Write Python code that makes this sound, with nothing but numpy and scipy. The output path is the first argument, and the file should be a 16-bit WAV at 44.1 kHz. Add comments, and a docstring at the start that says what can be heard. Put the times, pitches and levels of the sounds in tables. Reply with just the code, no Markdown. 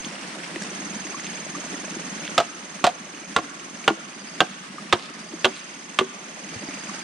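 """Splitting green bamboo outdoors

A wooden club drives a heavy knife through upright bamboo in eight blows, each with a rebound.
Decaying modes form knock and blade ring, noise the torn fibres; the hollow tone yields to ringing halves.
Pieces tick and scrape. A stream of rising bubbles, drops and shaped noise runs close by; a cricket (pulsed
tone) and a farther insect (pulsed narrow noise) call. A gain control ducks after loud sounds."""
import sys
import numpy as np
from scipy import signal
from scipy.fft import rfft, irfft, next_fast_len
from scipy.io import wavfile
from scipy.ndimage import uniform_filter1d

SR = 44100
rng = np.random.default_rng(int(sys.argv[2]) if len(sys.argv) > 2 else 0)


def transcribe(signal):
    """Save signal, clipped to [-1, 1], as a 16-bit WAV file at the path in sys.argv[1]."""
    frames = np.atleast_2d(signal).T
    limited = np.clip(frames, -1, 1)
    pcm = np.round(limited * 32767).astype(np.int16)
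    wavfile.write(sys.argv[1], SR, pcm)


N = 310023
TIME_S = np.arange(N) / SR
AGE_S = TIME_S[:SR // 3]   # time since a contact

# phrases of the far, raspy insect: (start [s], end [s], level [dB])
RASP_PHRASES = [(0.85, 1.5, -53), (4.05, 4.5, -45), (4.96, 5.877, -48), (6.35, 7.2, -48.5)]
# phrases of the near cricket: (start [s], end [s], level before warm-up and tiring [dB])
CRICKET_PHRASES = [(-0.5, 0.08, -32.5), (0.57, 4.63, -31.5), (5.119, 7.2, -33)]
CRICKET_HZ, CRICKET_TIRES_DB_PER_S = 6420, 1.0
WARM_UP_S, WARM_UP_FLAT_HZ, WARM_UP_SOFT_DB = 0.16, 267, 4.5   # each phrase opens flat and soft

# even rush of the water: (frequency [Hz], relative density [dB per Hz])
RUSH_SPECTRUM = [(30, -17), (108, -23.5), (160, 4), (300, 2), (480, -4.5), (700, -0.5), (1000, -1.5),
                 (2000, 0), (2900, -4.5), (4000, -7.5), (5600, -6), (7300, -11.5), (9200, -8),
                 (11200, -35.5), (15500, -40)]
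# left-right likeness of the rush: (frequency [Hz], correlation [-1..1])
RUSH_LIKENESS = [(60, 0.43), (140, 1), (300, 0.81), (640, 0.13), (1400, -0.13), (3000, 0.36), (7000, -0.28),
                 (15000, -0.57)]
# big and small bubbles: (frequency [Hz], relative level [dB])
GURGLE_SPECTRUM = [(150, -10), (190, 2.5), (250, -4.5), (320, 0), (420, -13.5), (600, -3.5), (800, -21.5)]
SPLASH_SPECTRUM = [(800, -6), (1200, 0.5), (1900, 1), (2800, 4), (4000, -18), (6000, 3), (8500, -15.5)]
# rough level curve of the low water sound, applied at reduced depth: (time [s], level [dB])
LOW_WATER_CURVE = [(0.0, -42.5), (1.02, -45), (1.76, -41), (2.29, -44.5), (2.53, -50.5), (2.82, -45.5),
                   (5.42, -43), (5.62, -52), (6.56, -41.5), (7.03, -53.5)]
GURGLE_DB, LOW_WATER_DEPTH = -40.5, 0.54   # mean level ahead of the low cut; depth of the curve
SPLASH_DB = -38.5   # reference for splash and rush
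# single drops and gulps: (time [s], level [dB], starting pitch [Hz])
DROPS = [(1.144, -24, 1083), (1.55, -25.5, 1160), (1.736, -17, 270), (1.965, -18, 310), (4.782, -20, 1187),
         (5.334, -13, 303), (6.894, -27, 1120)]

# bamboo pieces knock each other and the ground: (time [s], level [dB], pitch [Hz])
TAPS = [(0.047, -20.5, 3250), (0.5595, -17, 1830), (0.562, -17, 327), (0.620, -22, 1700),
        (1.068, -22.5, 1910), (1.196, -22, 1980), (2.252, -23, 2740), (3.841, -20.5, 2370),
        (4.929, -13.5, 110), (6.557, -20, 110), (6.685, -15, 276), (6.687, -23, 2200)]
TAP_T60_AT_1KHZ_S, TAP_SHORTENING_POWER = 0.017, 0.63   # ring time falls with pitch
# scrapes of bamboo and fibres giving way: (time [s], length [s], level before the swell [dB], centre [Hz])
SCRAPES = [(0.036, 0.04, -41.5, 3700), (0.6, 0.055, -41, 5900), (1.225, 0.066, -37, 2570),
           (2.217, 0.1, -39.5, 2520), (4.46, .14, -44, 3380), (4.946, 0.16, -38, 3520),
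           (5.503, 0.15, -38.5, 3170), (5.512, 0.11, -43, 8000), (6.676, 0.078, -43, 1770)]

# blows of the club: (time [s], knock [dB], wall pitch [Hz], favoured blade pitch [Hz], fibre crack [dB],
#   rebound delay [s], rebound re blow before the offsets below [dB], hollow tone [dB],
#   hollow pitch [Hz], split open [0..1])
BLOWS = [ (2.3787, -6.5, 1281, 3220, -9.5, 0.0225, -9.5, -7.5, 685, 0.06),
         (2.8407, -3.5, 1136, 2370, -7, 0.026, -5, -3.5, 716, 0.01),
         (3.3629, -2, 1102, 2100, -12, 0.022, -17, -10.5, 723, 0.34),
         (3.878, -3.5, 1127, 2340, -13.5, 0.023, -19, -2.5, 789, 0.43),
         (4.4042, -3, 1257, 3660, -11.5, 0.0052, -14, -5.5, 740, 0.36),
         (4.9255, -3, 1274, 3570, -7.5, 0.004, -13, -7.5, 700, 0.77),
         (5.445, -14, 1165, 3020, -11.5, 0.0072, -2.5, -7.5, 760, 0.93),
         (5.988, -4.5, 1180, 2730, -13.5, 0.021, -18, -6.5, 730, 0.94)]
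# club and bamboo wall: (multiple of wall pitch, relative level [dB], t60 [s])
WOOD_MODES = [(.13, -12, 0.12), (.19, -4.5, 0.038), (.41, -6, 0.061), (.573, -8.5, 0.045),
              (.715, -19, 0.11), (.79, -7.5, 0.073), (.86, -4, 0.041), (1, 5.5, 0.038), (1.25, -5, 0.072),
              (1.37, -1, 0.02)]
# steel blade, damped by the cleft: (frequency before BLADE_SCALE [Hz], relative level [dB], t60 [s])
BLADE_MODES = [(1566, -22, 0.035), (1700, -2, 0.019), (1940, 2, 0.029), (2204, -2, 0.041),
               (2510, -3, 0.024), (2774, 3.5, 0.016), (2960, -6, 0.048), (3135, -6, 0.04),
               (3435, -5, 0.052), (3710, 3.5, 0.022), (4120, -1.5, 0.025), (5100, -30, .035),
               (6500, -11, 0.016), (7300, -3, 0.014)]
BLADE_SCALE = 0.93
# the blade rings louder as it sinks and the club moves to its free tip
BLADE_FIRST_DB, BLADE_GAIN_DB_PER_BLOW, BLADE_FULL_DB = -12.5, 3.5, 1.5
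BLADE_KNOCK_SHARE = 0.17   # share of the knock's dB added to the blade
# tearing fibres: (frequency [Hz], relative density [dB per Hz])
CRACK_SPECTRUM = [(30, -4), (90, -5), (200, -13), (500, 10.5), (1100, 6), (2000, -4), (3600, -0.5),
                  (5000, -5.5), (8500, -10.5), (11000, -28), (16000, -62)]
# ring of the parting halves: (multiple of their pitch, relative level [dB])
HALVES_MODES = [(0.622, -15), (0.999, -1), (1.27, -8)]
# the halves ring higher as they come free, and mostly on the rebound
HALVES_HZ, HALVES_RISE_HZ, HALVES_EARLY_DB = 321.3, 72.6, -10
# the club falls back with a like knock each time, on a blade now gripped
REBOUND_KNOCK_DB, REBOUND_BLADE_DB, REBOUND_HOLLOW_DB = -13, -1, 7.5
CUTOFF_HZ = 16000


def from_db(db):
    """Decibels to gain."""
    return 10 ** (np.asarray(db) / 20)


def rms_one(x):
    """Scale to rms 1."""
    return x / np.sqrt(np.mean(x ** 2) + 1e-20)


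def at_hz(points, hz):
    """Read a spectrum on a log-frequency axis."""
    points_hz, values = np.transpose(points)
    return np.interp(np.log(hz), np.log(points_hz), values)


def pan(left_minus_right_db):
    """Left and right gains for a level difference."""
    return from_db(np.array([[left_minus_right_db], [-left_minus_right_db]]) / 2)


def fade(t60_s):
    """Exponential decay of 60 dB in t60_s."""
    return 1000. ** (-AGE_S / t60_s)


def add(track, start_s, sound):
    """Mix a sound into a track."""
    start = round(start_s * SR)
    track[start:start + len(sound)] += sound[:N - start]


def drift(knots_per_s):
    """Random knots of spread 1 joined by straight lines."""
    count = int(knots_per_s * TIME_S[-1]) + 2
    return np.interp(TIME_S * knots_per_s, np.arange(count), rng.standard_normal(count))


def butter(x, hz, kind, order=2):
    """Causal low-, high- or band-pass."""
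    return signal.sosfilt(signal.butter(order, hz, kind, fs=SR, output="sos"), x)


def coloured(spectrum, size):
    """Noise with the given spectrum, rms 1."""
    padded = next_fast_len(size)
    hz = np.fft.rfftfreq(padded, 1 / SR).clip(1)
    shaped = rfft(rng.standard_normal(padded)) * from_db(at_hz(spectrum, hz))
    return rms_one(irfft(shaped, padded)[:size])


def ping(hz, cycles, rise=0):
    """A resonance swells in about a cycle and falls 60 dB in so many cycles; pitch rises by 2 * rise."""
    turns = hz * AGE_S[:int(cycles / hz * SR)]
    phase = 2 * np.pi * turns * (1 + rise * turns / cycles)
    return np.sin(phase) * 1000. ** (-turns / cycles) * (1 - np.exp(-turns ** 2))


def phrase(start_s, end_s, edge_s):
    """Linear swell, hold and release between two times."""
    return np.clip((TIME_S - start_s) / edge_s, 0, 1) * np.clip((end_s - TIME_S) / edge_s, 0, 1)


def far_insect(pitch_hz=4820, width_hz=170, strokes_per_s=15, flutters_per_s=74, edge_s=0.17):
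    """Narrow noise rasps in phrases, pulsed by slow strokes and a faster flutter."""
    level = sum(from_db(db) * phrase(start_s, end_s, edge_s) for start_s, end_s, db in RASP_PHRASES)
    band_hz = [pitch_hz - width_hz / 2, pitch_hz + width_hz / 2]
    tone = rms_one(butter(rng.standard_normal((2, N)), band_hz, "band"))
    strokes = 1 + 0.5 * np.sin(2 * np.pi * strokes_per_s * TIME_S)
    flutter = 1 + 0.39 * np.sin(2 * np.pi * flutters_per_s * TIME_S)
    return level * tone * rms_one(strokes * flutter) * pan(-3.5)


def cricket(period_s=0.04992, stroke_unit_s=0.019, droop_hz=330, echo_db=-8, echo_s=0.0157, edge_s=0.016):
    """Twenty wing strokes a second, each a pure tone that sags as the wing slows, with a short echo."""
    level, pitch_hz = np.zeros(N), np.full(N, float(CRICKET_HZ))
    for start_s, end_s, db in CRICKET_PHRASES:
        singing = phrase(start_s, end_s, edge_s)
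        age_s = np.maximum(TIME_S - start_s, 0)
        cold = np.exp(-(age_s / WARM_UP_S) ** 4)
        level += singing * from_db(db - WARM_UP_SOFT_DB * cold - CRICKET_TIRES_DB_PER_S * age_s)
        pitch_hz -= (singing > 0) * WARM_UP_FLAT_HZ * cold
    since_s = (TIME_S - 1.5397) % period_s
    stroke = np.minimum(since_s / stroke_unit_s, 1.4)   # a stroke lasts 1.4 units
    swell = np.sin(np.pi * (stroke / stroke.max()) ** 1.14).clip(0) ** 2
    sag_hz = droop_hz * np.clip(2 * (stroke - 0.8), 0, 1) ** 2
    hz = pitch_hz - sag_hz + 18 * drift(90)
    tone = np.sin(2 * np.pi * np.cumsum(hz) / SR)
    song = level * from_db(0.35 * drift(28)) * swell * tone
    song = song + from_db(echo_db) * np.interp(TIME_S - echo_s, TIME_S, song)
    left = np.interp(np.arange(N) - 2, np.arange(N), song)   # sits right: left lags 2 samples
    return np.array([left, song]) * pan(-6.0)


def rush():
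    """Countless tiny splashes merge into shaped noise, most alike on both sides in the bass."""
    size = next_fast_len(N)
    hz = np.fft.rfftfreq(size, 1 / SR).clip(1)
    mid, side = rfft(rng.standard_normal((2, size)))
    alike = at_hz(RUSH_LIKENESS, hz)
    both = np.sqrt(1 + alike) * mid + np.sqrt(1 - alike) * side * [[1], [-1]]
    return rms_one(irfft(both * from_db(at_hz(RUSH_SPECTRUM, hz)), size)[:, :N])


def bubbles(spectrum, per_s, cycles, spread_db, width_db, rise):
    """Bubbles born at random, each with its own pitch, strength and place, rise in pitch; stereo, rms 1."""
    out = np.zeros((2, N))
    lowest_hz, highest_hz = spectrum[0][0], spectrum[-1][0]
    for when, pitch, size, place in rng.random((int(per_s * TIME_S[-1]), 4)):
        hz = lowest_hz * (highest_hz / lowest_hz) ** pitch
        extra_db = spread_db * min(-np.log(1 - size), np.pi)
        gain = from_db(at_hz(spectrum, hz) + extra_db) * np.sqrt(hz)
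        sound = gain * ping(hz, cycles, rise)
        for channel, side in zip(out, pan(width_db * (2 * place - 1))):
            add(channel, when * TIME_S[-1], side * sound)
    return rms_one(out)


def stream(rush_db=2.0, splash_share_db=-5.5, flutter_db=1.33, low_cut_hz=150):
    """Water falls into a small pool: big bubbles gurgle, small ones tinkle, a few drops stand out."""
    curve_db = np.interp(TIME_S, *np.transpose(LOW_WATER_CURVE))
    gurgle_db = GURGLE_DB + LOW_WATER_DEPTH * (curve_db - curve_db.mean())
    gurgle = from_db(gurgle_db) * bubbles(
        GURGLE_SPECTRUM, per_s=260, cycles=12.2, spread_db=2.5, width_db=5.0, rise=0.018)
    splash = from_db(splash_share_db) * bubbles(
        SPLASH_SPECTRUM, per_s=750, cycles=34.0, spread_db=3.5, width_db=15.0, rise=0.014)
    hiss = from_db(rush_db + flutter_db * drift(70)) * rush()
    drops = np.zeros(N)
    for s, db, hz in DROPS:
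        add(drops, s, from_db(db) * ping(hz, cycles=0.044 * hz, rise=0.087))
    low = butter(gurgle + drops, low_cut_hz, "high", order=6)
    return low + from_db(SPLASH_DB) * (splash + hiss) * pan(-1.64)


def clearing(x, near_db=-10, near_t60_s=0.18, far_db=-25, far_t60_s=1.0, far_onset_s=0.095):
    """Ground and woodpile scatter the sound at once; the wooded slope answers faintly and later."""
    near_spectrum = [(100, -22), (600, -6.0), (1500, -8.0), (4000, -15.0), (12000, -2.5)]
    far_spectrum = [(100, -2), (700, -4), (1100, 12.5), (4000, 10.0), (9000, 2), (14000, -10)]
    near_onset = 1 - np.exp(-AGE_S / 0.00083)
    far_onset = 1 - np.exp(-(AGE_S / far_onset_s) ** 2)
    out = []
    for channel in range(2):
        near = coloured(near_spectrum, size=len(AGE_S)) * fade(near_t60_s) * near_onset
        far = coloured(far_spectrum, size=len(AGE_S)) * fade(far_t60_s) * far_onset
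        echoes = from_db(near_db) * near / np.linalg.norm(near)
        echoes += from_db(far_db) * far / np.linalg.norm(far)
        out.append(signal.fftconvolve(x, echoes)[:N])
    return np.array(out)


def handling(grain_db=6.0, tick_db=-13, tick_t60_s=0.019):
    """Pieces of bamboo touch each other and the ground, and rub in grainy scrapes."""
    out = np.zeros(N)
    for s, db, hz in TAPS:
        t60_s = TAP_T60_AT_1KHZ_S * (hz / 1000) ** -TAP_SHORTENING_POWER
        tick = butter(rng.standard_normal(len(AGE_S)), [hz / 2, hz * 2], "band")
        add(out, s, from_db(db) * ping(hz, cycles=t60_s * hz))
        add(out, s, from_db(db + tick_db) * rms_one(tick) * fade(tick_t60_s))
    for s, length_s, db, hz in SCRAPES:
        hiss, grain = rng.standard_normal((2, len(AGE_S)))
        octave_hz = [hz / np.sqrt(2), hz * np.sqrt(2)]
        grains = from_db(grain_db * rms_one(uniform_filter1d(grain, size=60)))
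        rub = butter(hiss, octave_hz, "band") * grains
        rub = rms_one(butter(rub, 9800, "low", order=12))
        swell = np.hanning(int(length_s * SR))
        add(out, s, from_db(db) * rub[:len(swell)] * swell)
    return out


def struck(modes, scale, aim_hz, focus_db, spread_db, detune):
    """Each contact meets a new spot and favours modes near one pitch; strengths and pitches vary."""
    hz, db, t60_s = np.transpose(modes)
    level, shift, sign = rng.standard_normal((3, len(hz)))
    hz = scale * hz * (1 + detune * shift)
    octaves_off = np.abs(np.log2(hz / aim_hz))
    gain = from_db(db + spread_db * level - focus_db * octaves_off) * np.sign(sign)
    waves = np.sin(2 * np.pi * hz[:, None] * AGE_S) * fade(t60_s[:, None])
    return gain @ waves / np.linalg.norm(gain)


def fibres(low_t60_s=0.094, high_t60_s=0.034, split_hz=3500, grain_db=2.5):
    """Fibres tear in a short uneven burst whose treble dies first."""
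    snaps = from_db(grain_db * rms_one(uniform_filter1d(rng.standard_normal(len(AGE_S)), size=40)))
    burst = coloured(CRACK_SPECTRUM, size=len(AGE_S)) * snaps
    low = butter(burst, split_hz, "low") * fade(low_t60_s)
    high = butter(burst, split_hz, "high") * fade(high_t60_s)
    return low - high   # minus keeps the bands in phase at the split


def contact(knock_db, wall_hz, blade_db, blade_hz, crack_db,
            bite_s=0.00048, low_cut_hz=105, thud_hz=75, thud_db=-26):
    """The club meets the blade: wood and steel ring, fibres tear and the culm thuds into the soil."""
    knock = struck(WOOD_MODES, wall_hz, wall_hz, focus_db=0.94, spread_db=3.5, detune=0.0081)
    blade = struck(BLADE_MODES, BLADE_SCALE, blade_hz, focus_db=9.5, spread_db=2.2, detune=0.026)
    sound = from_db(knock_db) * knock + from_db(blade_db) * blade + from_db(crack_db) * fibres()
    sound *= 1 - np.exp(-AGE_S / bite_s)
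    sound = butter(sound, low_cut_hz, "high")   # small bodies radiate little bass
    add(sound, 0, from_db(knock_db + thud_db) * ping(thud_hz, cycles=6.2))
    return sound


def rung_twice(hz, cycles, first_db, gap_s, second_db):
    """A resonance is set ringing, and a moment later pushed again in step with its swing."""
    out = np.zeros(len(AGE_S))
    add(out, 0, from_db(first_db) * ping(hz, cycles))
    whole_cycles_s = np.round(gap_s * hz) / hz
    add(out, whole_cycles_s, from_db(second_db) * ping(hz, cycles))
    return out


def chopping(hollow_cycles=40, hollow_lag_s=0.00369, halves_cycles=36):
    """Blow and rebound; as the split opens, the closed culm's tone yields to the lower ring of its halves."""
    out = np.zeros(N)
    for k, blow in enumerate(BLOWS):
        s, knock_db, wall_hz, blade_hz, crack_db, rebound_s, rebound_db, hollow_db, hollow_hz, split = blow
        blade_db = min(BLADE_FIRST_DB + BLADE_GAIN_DB_PER_BLOW * k, BLADE_FULL_DB)
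        blade_db += BLADE_KNOCK_SHARE * knock_db
        add(out, s, contact(knock_db, wall_hz, blade_db, blade_hz, crack_db))
        gripped_db = blade_db + rebound_db + REBOUND_BLADE_DB
        rebound = contact(REBOUND_KNOCK_DB, wall_hz, gripped_db, blade_hz, crack_db + rebound_db)
        add(out, s + rebound_s, rebound)
        second_db = hollow_db + rebound_db + REBOUND_HOLLOW_DB
        closed = rung_twice(hollow_hz, hollow_cycles, hollow_db, rebound_s, second_db)
        add(out, s + hollow_lag_s, (1 - split) * closed)
        halves_hz = HALVES_HZ + HALVES_RISE_HZ * split ** 3
        for multiple, db in HALVES_MODES:
            ring = rung_twice(multiple * halves_hz, halves_cycles, db + HALVES_EARLY_DB, rebound_s, db)
            add(out, s, split * from_db(hollow_db) * ring)
    return out


def scene():
    """Mix the work, its echoes, the stream and the insects."""
    work = chopping() + handling()
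    bass = butter(work, 700, "low", order=1)
    direct = bass + (work - bass) * pan(-3.5)   # only the treble is shaded on the left
    return direct + clearing(work) + stream() + cricket() + far_insect()


def gain_control(x, threshold_db=-24, slope=0.5, release_db_per_s=8.0, attack_s=0.097):
    """Level above the threshold pulls the gain down with a short lag; it then creeps back steadily."""
    # mean power of the last 30 ms
    power = uniform_filter1d(np.mean(x ** 2, axis=0), size=1323, origin=661)
    level_db = 10 * np.log10(power.clip(1e-12))
    over_db = slope * np.maximum(level_db - threshold_db, 0)
    released_db = release_db_per_s * TIME_S
    held_db = np.maximum.accumulate(over_db + released_db) - released_db
    pole = np.exp(-1 / (attack_s * SR))
    return x * from_db(-signal.lfilter([1 - pole], [1, -pole], held_db))


def record(dry):
    """Gain control, rounded peaks, and the top cut off."""
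    x = gain_control(dry)
    rounded = x / (1 + x ** 6) ** (1 / 6)
    return signal.sosfilt(signal.ellip(10, 0.1, 70, CUTOFF_HZ, fs=SR, output="sos"), rounded)


dry = scene()
out = record(dry)
transcribe(out)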